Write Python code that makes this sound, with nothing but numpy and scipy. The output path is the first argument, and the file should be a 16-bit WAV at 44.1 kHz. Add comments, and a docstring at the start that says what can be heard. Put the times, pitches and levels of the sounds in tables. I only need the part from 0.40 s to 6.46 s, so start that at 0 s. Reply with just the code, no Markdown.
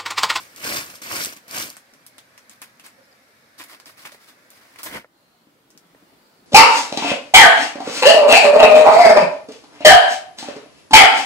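"""In a bamboo hut, a broom of dry stalks sweeps the earth floor, rubs the slatted wall and is stood down.
Friction is modelled as decaying ticks (tips and crumbs) over a rush of noise, shaped by stroke pressure;
flicks, twig snaps, rubber-boot treads and knocks are impulses: coloured noise bursts with the hut's answer.
Far birds and insects are sines blurred by scattering; outdoor air is diffuse noise, duller late on."""
import sys
import numpy as np
from scipy import signal
from scipy.fft import rfft, irfft, next_fast_len
from scipy.io import wavfile
from scipy.ndimage import uniform_filter1d, map_coordinates

SR = 44100
rng = np.random.default_rng(int(sys.argv[2]) if len(sys.argv) > 2 else 0)


def transcribe(u):
    """Save the signal u as a 16-bit wav file named by the first command-line argument.

    u: samples, shape (n,) or (channels, n), limited to [-1, 1]; the rate is SR.
    q: integer samples, one column per channel.
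    """
    v = np.clip(np.atleast_2d(u).T, -1, 1)
    q = np.round(v * 32767).astype(np.int16)
    wavfile.write(sys.argv[1], SR, q)


N = 267244
SPLIT_HZ, TOP_HZ = 3200, 15750  # crossover between scrape and hiss; upper band limit

# Sweeping strokes, the first already lifting at the start, its tips still trailing:
# (tips touch [s], lead-in [s], press [s], trail [s],
# bite [dB/s], relative press [dB], relative drag of the tips [dB], chatter [Hz])
STROKES = [(-0.3, 0.11, 0.12, 0.25, 314, -32, -58, 4830), (0.163, 0.077, 0.14, 0.18, 520, -32, -48, 4950),
           (0.616, 0.1, 0.11, 0.053, 300, -33, -40.5, 5130),
           (1.078, 0.064, 0.076, 0.068, 367, -33, -48.5, 5350)]
# Snags on crumbs: (time [s], relative earth scrape [dB], relative stalk hiss [dB])
SNAGS = [(0.169, -55, -44), (0.197, -44, -53), (0.358, -30, -31), (0.489, -47, -40), (0.541, -53, -43.5),
         (0.752, -31, -31), (0.915, -42.5, -40.5), (0.957, -45.5, -44.5), (1.155, -31.5, -46)]
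# Single stalks flicking free: (time [s], relative level [dB])
STALK_FLICKS = [(0.162, -30), (0.2443, -26), (0.62, -30.5), (0.839, -15), (0.848, -13.5), (0.8584, -16),
                (1.0813, -36), (1.111, -23), (1.2, -18.5), (1.226, -20.5), (1.2948, -32), (1.302, -24.5)]
# Drags over the wall: (time [s], hold [s], relative rub [dB], relative stalk hiss [dB])
WALL_RUBS = [(2.1, 0.022, -56.5, -51.5), (2.213, 0.011, -45.5, -44), (2.434, 0.027, -48.5, -47.5),
             (3.178, 0.048, -51, -44.5), (3.193, 0.019, -40, -50), (3.278, 0.044, -50, -48),
             (3.314, 0.02, -47, -51), (3.454, 0.039, -50, -48), (3.567, 0.071, -51, -50.5),
             (3.643, 0.019, -40.5, -42.5), (3.704, 0.038, -53.5, -51), (3.796, 0.069, -59, -57),
             (3.871, 0.024, -52.5, -51), (4.101, 0.091, -59, -56.5), (4.203, 0.16, -59, -60.5),
             (4.377, 0.044, -47, -48)]
# Shoves of the broom's head onto the ground: (full weight [s], hold [s], build-up [dB/s],
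# earth scrape [dB], stalk hiss [dB])
HEAD_SHOVES = [(4.463, 0.0061, 1103, -36, -41.5), (4.539, 0.036, 345, -35, -44)]
# Dull knocks: (time [s], level [dB])
DULL_KNOCKS = [(3.72, -21.5), (3.746, -22), (4.645, -19), (5.548, -27)]
# Dry wood snaps: (time [s], relative level [dB], relative woody body [dB], ring [Hz])
WOOD_SNAPS = [(1.368, -28, -6.5, 8200), (1.537, -40, -5, 5640), (1.665, -28, -19, 11500),
              (1.782, -29.5, -8.5, 3660), (1.978, -34.5, -3.5, 5700), (2.096, -30.5, -15, 7100),
              (2.218, -24.5, -6, 10700), (2.397, -34.5, -5, 2900), (2.464, -30.5, -8, 8140),
              (3.191, -35.5, -6, 8250), (3.238, -30, -16, 13000), (3.400, -34.5, -3, 4500),
              (3.458, -33.5, -7.5, 4800), (3.653, -32.5, 5.5, 2520), (3.720, -34, -10, 4320),
              (4.104, -33.5, -30, 12900), (4.36, -39, 1, 2080), (4.388, -30, -11, 2080),
              (4.432, -22, -8.5, 13300), (5.304, -40, -14, 5830), (5.376, -35.5, -15, 5400)]
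# Soft boot treads: (time [s], relative level [dB])
BOOT_TREADS = [(1.529, -42.5), (3.466, -44), (5.07, -42), (5.349, -40), (5.44, -47), (5.546, -44),
               (5.624, -40.5), (5.721, -40)]
# Far birds and insects: (time [s], length [s], start [Hz], end [Hz], blur [Hz], relative level [dB])
CHIRPS = [(2.569, 0.073, 539, 530, 90, -70.5), (2.634, 0.039, 5200, 5300, 260, -77),
          (2.71, 0.026, 5500, 4380, 260, -73), (4.687, 0.43, 4220, 4250, 480, -83),
          (5.643, 0.46, 4320, 4370, 450, -83), (5.747, 0.31, 4750, 4850, 90, -84)]
# Outdoor air: (time [s], level [dB])
AIR_LEVEL = [(0, -53.5), (1.5, -57.5), (3, -58), (4.55, -57), (4.68, -65.5), (4.8, -61.5), (5.25, -61.5),
             (5.6, -57.5), (6.06, -58.5)]

# Spectrum of earth scraped by the bundle: (frequency [Hz], relative density [dB])
EARTH_SPECTRUM = [(25, -42), (45, -16), (70, -6), (150, -3), (300, 2), (430, -5.5), (620, 0.5), (820, -6.5),
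                  (1090, 2), (1280, -0.5), (1550, 4.5), (1850, 0.5), (2250, 5.5), (3200, -1)]
# Spectrum of hissing stalks: (frequency [Hz], relative density [dB])
STALK_SPECTRUM = [(3000, -1.5), (3900, -3.5), (4450, -1), (5500, -0.5), (6200, -1.5), (7700, -3),
                  (8600, -1), (9700, -6), (13000, -3.5), (15500, -9)]
# Spectrum of bamboo and woody bodies: (frequency [Hz], relative density [dB])
BAMBOO_SPECTRUM = [(25, -38), (60, -23), (200, -12), (310, 0.5), (420, -13.5), (600, -5), (800, -4),
                   (1100, 2.5), (1500, 0), (2200, 2), (3200, -7)]
# Spectrum of ground under the shoved head: (frequency [Hz], relative density [dB])
GROUND_SPECTRUM = [(25, -28), (65, -11), (110, -5.5), (280, -1.5), (440, -5.5), (620, -2.5), (770, -9.5),
                   (1000, -1), (1200, -9.5), (1550, -3), (1800, -3), (2100, -2), (2600, -10.5)]
# Spectrum of stalk tips on wall and ground: (frequency [Hz], relative density [dB])
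TIP_SPECTRUM = [(3000, -3), (4800, 1), (7000, -6.5), (10000, -3.5), (13500, -7.5), (15500, -9)]
# Spectrum of the splaying tips: (frequency [Hz], relative density [dB])
SPLAY_SPECTRUM = [(3000, -14), (8000, -1.5), (13000, 1.0)]
# Spectrum of a dull knock: (frequency [Hz], relative density [dB])
KNOCK_SPECTRUM = [(60, -28), (300, -6), (580, 12), (850, -4), (1200, -3.5), (2100, 2.5), (2600, -20)]
# Spectrum of a cracking twig: (frequency [Hz], relative density [dB])
CRACK_SPECTRUM = [(3000, -3.5), (9000, -2), (15500, -10.5)]
# Spectrum of a rubber sole's thud: (frequency [Hz], relative density [dB])
BOOT_SPECTRUM = [(70, -31), (130, 2.5), (235, -2.5), (285, 14), (350, -6.5), (700, -17)]
# Spectrum of the earlier air: (frequency [Hz], relative density [dB])
EARLY_AIR_SPECTRUM = [(18, -48), (30, -33), (108, -8.5), (177, -10.5), (249, -4), (369, -10), (532, -5.5),
                      (728, -8.5), (1260, -9), (1720, -6), (2250, -8.5), (2910, -17), (4780, -15.5),
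                      (7260, -22), (13300, -23.5), (15500, -30)]
# Spectrum of the later, duller air: (frequency [Hz], relative density [dB])
LATE_AIR_SPECTRUM = [(18, -57), (30, -25), (59, -23), (95, -21), (168, -9), (230, -10.5), (284, -9.5),
                     (591, -14.5), (945, -14.5), (1200, -17.5), (1330, -16), (2690, -22.5), (4780, -24.5),
                     (5890, -29), (15500, -31)]
# Decay of the hut's answer: (frequency [Hz], time to fall 60 dB [s])
HUT_DECAY = [(100, 0.034), (1000, 0.12), (5000, 0.13), (15000, 0.13)]
# Left-right correlation of diffuse sound: (frequency [Hz], correlation [-1 to 1])
DIFFUSE_LIKENESS = [(60, 0.8), (250, 0.88), (550, 0.64), (900, -0.035), (1500, -0.065), (2500, 0.034)]

TOUCH_S, TRAIL_DB_PER_S = 0.0022, 195  # the tips land at once and trail off
LIFT_DB_PER_S = 189  # how fast the pressure goes
DRAG_EARTH_DB = -1.5  # tips alone scrape less than they hiss
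BEND_DB, BEND_LAG_S = 2.5, 0.0044  # hiss gained through a press; its delay behind the scrape
CHATTER_DB, CHATTER_RISE_HZ = -6.5, 398  # bright band of bent stalks; its rise through a press
SNAG_HOLD_S, SNAG_FALL_DB_PER_S = 0.0081, 526
CATCH_ATTACK_S = 0.014  # onset of wall rubs and of snags
RUB_FALL_DB_PER_S, SHOVE_FALL_DB_PER_S = 320, 415
SPLAY_S, SPLAY_DB, SPLAY_FALL_DB_PER_S = 4.431, -31, 307  # the tips first meet the ground
RATTLE_DB = 2.5  # the slats' answer to a snap


def sweep():
    """Sliding friction: the bundle scrapes the earth while its thin stalks hiss over grit."""
    scrape, hiss, chatter_hz = stroke_controls()
    crumbs = grit(rate=900, pitch_hz=1500, cycles=1.06, spread_db=3.5)
    tips = grit(rate=900, pitch_hz=7500, cycles=1.6, spread_db=4.3)
    earth = friction(crumbs, rush_db=-6, clump_db=1.1, wet_db=6, lag_ms=.255, pan_db=-1.5)
    stalks = friction(tips, rush_db=-3, clump_db=1.2, wet_db=5, lag_ms=.215, pan_db=2.5)
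    pressure = hiss / hiss.max()
    bright = unit(high(stalks, STALK_SPECTRUM)) + amp(CHATTER_DB) * pressure * chatter(chatter_hz)
    return amp(-1.26) * scrape * unit(low(earth, EARTH_SPECTRUM)) + hiss * bright


def chatter(center_hz):
    """Frequency shifting: low noise moved up to one bright band that slides as the stalks bend."""
    band = unit(filtered(diffuse(size=N), lambda hz: 1 / np.sqrt(1 + (hz / 650) ** 8)))
    phase = 2 * np.pi * np.cumsum(center_hz) / SR
    # opposite rotations fill the band above and below its centre
    rotation = np.exp(1j * phase * [[1], [-1]])
    shifted = np.real(signal.hilbert(band) * rotation).sum(axis=0)
    return unit(ports(shifted, lag_ms=.05, pan_db=2))


def stroke_controls():
    """Addition of powers: scrape and hiss from drag, press and snags; bending raises hiss and chatter."""
    scrape_power, hiss_power, chatter_hz = np.zeros((3, N))
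    t = np.arange(N) / SR
    for touch, lead_in, press, trail, bite_db_per_s, press_db, drag_db, hz in STROKES:
        bite = touch + lead_in
        drag = amp(drag_db) * contact(touch, lead_in + press + trail, TOUCH_S, TRAIL_DB_PER_S)
        bend = np.clip((t - bite) / press, 0, 1) - .5
        earth_press = amp(press_db) * swell(bite, press, bite_db_per_s, LIFT_DB_PER_S)
        late_press = swell(bite + BEND_LAG_S, press, bite_db_per_s, LIFT_DB_PER_S)
        stalk_press = amp(press_db + BEND_DB * bend) * late_press
        scrape_power += earth_press ** 2 + (amp(DRAG_EARTH_DB) * drag) ** 2
        hiss_power += stalk_press ** 2 + drag ** 2
        chatter_hz = np.where(t >= touch, hz + CHATTER_RISE_HZ * bend, chatter_hz)
    for s, scrape_db, hiss_db in SNAGS:
        surge = contact(s, SNAG_HOLD_S, CATCH_ATTACK_S, SNAG_FALL_DB_PER_S)
        scrape_power += (amp(scrape_db) * surge) ** 2
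        hiss_power += (amp(hiss_db) * surge) ** 2
    return np.sqrt(scrape_power), np.sqrt(hiss_power), chatter_hz


def flicks():
    """Elastic release: a bent stalk springs loose and ticks."""
    out = np.zeros((2, N))
    for s, db in STALK_FLICKS:
        tick = hit(t60=.008, wet_db=-6, lag_ms=.23, pan_db=1.5)
        add(out, s, amp(db + 12.5) * sized(high(tick, STALK_SPECTRUM)))
    return out


def wall_rub():
    """Intermittent friction: stalks drag over the bamboo slats in short scratches."""
    rub_power, hiss_power = np.zeros((2, N))
    for s, hold, rub_db, hiss_db in WALL_RUBS:
        drag = contact(s, hold, CATCH_ATTACK_S, RUB_FALL_DB_PER_S)
        rub_power += (amp(rub_db) * drag) ** 2
        hiss_power += (amp(hiss_db) * drag) ** 2
    scratches = grit(rate=680, pitch_hz=4580, cycles=0.44, spread_db=7.0)
    slips = friction(scratches, rush_db=6.0, clump_db=1.5, wet_db=11.0, lag_ms=0.14, pan_db=-0.5)
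    rub = amp(-1.0) * np.sqrt(rub_power) * unit(low(slips, BAMBOO_SPECTRUM))
    hiss = amp(-1.6) * np.sqrt(hiss_power) * unit(high(slips, TIP_SPECTRUM))
    return rub + hiss


def set_down():
    """Friction under load: the tips splay with a crackle, then the head crunches onto the ground."""
    scrape, hiss = np.zeros((2, N))
    for s, hold, rise_db_per_s, scrape_db, hiss_db in HEAD_SHOVES:
        weight = swell(s, hold, rise_db_per_s, SHOVE_FALL_DB_PER_S)
        scrape += amp(scrape_db) * weight
        hiss += amp(hiss_db) * weight
    crunch = grit(rate=1000, pitch_hz=4370, cycles=0.91, spread_db=-1.5)
    slips = friction(crunch, rush_db=-0.5, clump_db=1.2, wet_db=7.5, lag_ms=0.15, pan_db=-0.5)
    splay = amp(SPLAY_DB) * contact(SPLAY_S, 0, TOUCH_S, SPLAY_FALL_DB_PER_S)
    crackle = splay * unit(high(slips, SPLAY_SPECTRUM))
    ground = scrape * unit(low(slips, GROUND_SPECTRUM))
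    return crackle + ground + hiss * unit(high(slips, TIP_SPECTRUM))


def knocks():
    """Damped impact: something hard bumps the ground and stops dead."""
    out = np.zeros((2, N))
    for s, db in DULL_KNOCKS:
        bump = hit(t60=0.04, wet_db=-31, lag_ms=0.12, pan_db=-1.0)
        add(out, s, amp(db) * sized(low(bump, KNOCK_SPECTRUM)))
    return out


def snaps():
    """Fracture and resonance: dry wood ticks and rings over a woody body, and the hut answers."""
    out = np.zeros((2, N))
    for s, db, body_db, ring_hz in WOOD_SNAPS:
        crack = hit(t60=.0045, wet_db=RATTLE_DB, lag_ms=.1, pan_db=1.2)
        # a resonance of quality factor 4
        ring = filtered(crack, lambda hz: 1 / (1 + 4j * (hz - ring_hz ** 2 / (hz + 1)) / ring_hz))
        tick = sized(sized(high(crack, CRACK_SPECTRUM)) + amp(-4.0) * sized(ring))
        body = amp(body_db + 3.0) * sized(low(crack, BAMBOO_SPECTRUM))
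        add(out, s, amp(db + 11.0) * (tick + body))
    return out


def treads():
    """Soft impact: a rubber sole thuds on packed earth."""
    out = np.zeros((2, N))
    for s, db in BOOT_TREADS:
        thud = hit(t60=0.16, wet_db=-10.0, lag_ms=0.16, pan_db=4.5)
        add(out, s, amp(db + 15.0) * sized(low(thud, BOOT_SPECTRUM)))
    return out


def wildlife():
    """Multiple scattering: thin gliding whistles and trills, blurred on their way through the trees."""
    out = np.zeros((2, N))
    for s, length, start_hz, end_hz, blur_hz, db in CHIRPS:
        n = int(length * SR)
        phase = 2 * np.pi * np.cumsum(np.linspace(start_hz, end_hz, n)) / SR
        whistle = signal.windows.tukey(n, .5) * np.sin(phase)
        noise = rng.standard_normal((2, SR))
        # slow random gain, which widens the whistle's spectral line
        scatter = unit(filtered(noise, lambda hz: np.exp(-(2 * hz / blur_hz) ** 2 / 2)))
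        add(out, s, amp(db + 12.5) * whistle * scatter[:, :n])
    return out


def air():
    """Diffuse field: a soft, wavering outdoor rush, crossfaded by power to a duller one."""
    level, = gains(AIR_LEVEL)
    late = np.interp(np.arange(N) / SR, [4.58, 4.68], [0, 1])
    early_rush, late_rush = air_rush(EARLY_AIR_SPECTRUM), air_rush(LATE_AIR_SPECTRUM)
    breeze = np.sqrt(1 - late) * early_rush + np.sqrt(late) * late_rush
    return level * unit(patchy(breeze, depth_db=1.9, size=2048))


def air_rush(spectrum):
    """Spectral shaping: diffuse noise coloured by one air spectrum."""
    return unit(filtered(diffuse(size=N), lambda hz: amp(along(spectrum, hz))))


def friction(grains, rush_db, clump_db, wet_db, lag_ms, pan_db):
    """Stick and slip: grains on a rush, catching in clumps as different stalks take the load."""
    direct = ports(grains + amp(rush_db) * rng.standard_normal(N), lag_ms, pan_db)
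    slips = (direct + amp(wet_db) * diffuse(size=N)) * amp(clump_db * wobble(170))
    return patchy(slips, depth_db=1.3, size=512)


def grit(rate, pitch_hz, cycles, spread_db):
    """Damped vibration: tips and crumbs tick rate times a second, each at its own pitch and strength."""
    place, u, size, sign = rng.random((int(rate * N / SR), 4)).T[:, :, None]
    hz = np.clip(pitch_hz * 2 ** (4 * u - 2), 200, TOP_HZ)  # two octaves either way
    k = np.arange(SR // 200)
    life = hz * k / SR / max(cycles, .2)
    strength = amp(spread_db * np.minimum(-np.log(size), np.pi)) * np.sqrt(hz)
    ticks = np.sign(sign - .5) * strength * np.exp(-life) * np.sin(2 * np.pi * hz * k / SR)
    positions = (place * N).astype(int) + k
    return unit(np.bincount(positions.ravel(), ticks.ravel(), N)[:N])


def hit(t60, wet_db, lag_ms, pan_db):
    """Impulsive excitation: a decaying puff of noise, with the hut's answer."""
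    t = np.arange(SR // 3) / SR
    puff = rng.standard_normal(len(t)) * amp(-60 * t / max(t60, .001))
    return ports(puff / np.linalg.norm(puff), lag_ms, pan_db) + amp(wet_db) * hut_tail()


def hut_tail():
    """Reverberant decay: a fresh short scatter from the slats, its left channel of energy 1."""
    hz, t, z = signal.stft(diffuse(size=SR // 3), SR, nperseg=256)
    decay = amp(-60 * t / along(HUT_DECAY, hz)[:, None])
    tail = signal.istft(z * decay, SR, nperseg=256)[1][:, :SR // 3]
    return tail / np.linalg.norm(tail[0])


def ports(x, lag_ms, pan_db):
    """Interaural differences: the left port leads by lag_ms and is louder by pan_db."""
    sides = np.array([[.5], [-.5]])
    return filtered(x, lambda hz: np.exp(2j * np.pi * hz * sides * lag_ms / 1000)) * amp(sides * pan_db)


def diffuse(size):
    """Spatial correlation: noise from all sides, most alike at both ports in the bass."""
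    def mid_side(hz):
        turn = np.arccos(np.clip(along(DIFFUSE_LIKENESS, hz), -1, 1)) / 2
        return np.array([np.cos(turn), np.sin(turn)])
    mid, side = filtered(rng.standard_normal((2, size)), mid_side)
    return np.array([mid + side, mid - side])


def patchy(x, depth_db, size):
    """Random spectral modulation: a larger size gives narrower, slower patches."""
    z = signal.stft(x, nperseg=size)[2]
    field = rng.standard_normal(z.shape[1:])
    for axis in (0, 1):
        field = uniform_filter1d(field, size=4, axis=axis)
    return signal.istft(z * amp(depth_db * field / field.std()), nperseg=size)[1][:, :N]


def swell(start, hold, rise_db_per_s, fall_db_per_s):
    """Exponential growth and decay: a gain that climbs to 1 at start, holds and dies away."""
    t = np.arange(N) / SR - start
    return amp(-rise_db_per_s * np.maximum(-t, 0) - fall_db_per_s * np.maximum(t - hold, 0))


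def contact(start, hold, attack_s, fall_db_per_s):
    """Sudden contact, exponential decay: a gain that opens at start and dies away after hold."""
    t = np.arange(N) / SR - start
    return np.clip(t / attack_s, 0, 1) * amp(-fall_db_per_s * np.maximum(t - hold, 0))


def wobble(rate):
    """Random fluctuation: a smooth curve with rate knots a second."""
    knots = rng.standard_normal(int(N * rate / SR) + 4)
    return map_coordinates(knots, [np.arange(N) * rate / SR])


def gains(rows):
    """Logarithmic levels: one gain per sample for each dB column, -120 dB outside the rows."""
    s, *columns = np.transpose(rows)
    t = np.arange(N) / SR
    return [amp(np.interp(t, s, db, left=-120, right=-120)) for db in columns]


def low(x, spectrum):
    """Low-pass crossover: colour x and keep what lies under the split."""
    return filtered(x, lambda hz: amp(along(spectrum, hz)) / np.sqrt(1 + (hz / SPLIT_HZ) ** 20))


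def high(x, spectrum):
    """High-pass crossover: colour x and keep what lies over the split."""
    return filtered(x, lambda hz: amp(along(spectrum, hz)) / np.sqrt(1 + (SPLIT_HZ / (hz + 1)) ** 20))


def filtered(x, response):
    """Linear filtering: the spectrum of x times a complex response of frequency."""
    n = x.shape[-1]
    m = next_fast_len(n + 4096)
    return irfft(rfft(x, m) * response(np.fft.rfftfreq(m, 1 / SR)), m)[..., :n]


def along(points, hz):
    """Logarithmic frequency: (frequency [Hz], value) points interpolated on a log axis."""
    f, v = np.transpose(points)
    return np.interp(np.log(hz + 1), np.log(f + 1), v)


def amp(db):
    """Decibel law: amplitude ratio of a level."""
    return 10 ** (np.asarray(db) / 20)


def unit(x):
    """Mean power: scale to rms 1; a stereo pair by its middle."""
    return x / np.sqrt(np.mean(np.atleast_2d(x).mean(axis=0) ** 2) + 1e-20)


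def sized(x):
    """Signal energy: scale a stereo hit so that its middle has energy 1."""
    return x / np.linalg.norm(x.mean(axis=0))


def add(track, s, sound):
    """Superposition: mix a sound into the track at time s."""
    part = track[..., round(s * SR):][..., :sound.shape[-1]]
    part += sound[..., :part.shape[-1]]


def scene():
    """Superposition of broom, small hits and surroundings."""
    broom = sweep() + flicks() + wall_rub() + set_down()
    small_hits = knocks() + snaps() + treads()
    return broom + small_hits + wildlife() + air()


def record(dry):
    """Band limitation: nothing passes at or above the upper limit."""
    return filtered(dry, lambda hz: hz < TOP_HZ)


dry = scene()
out = record(dry)
transcribe(out)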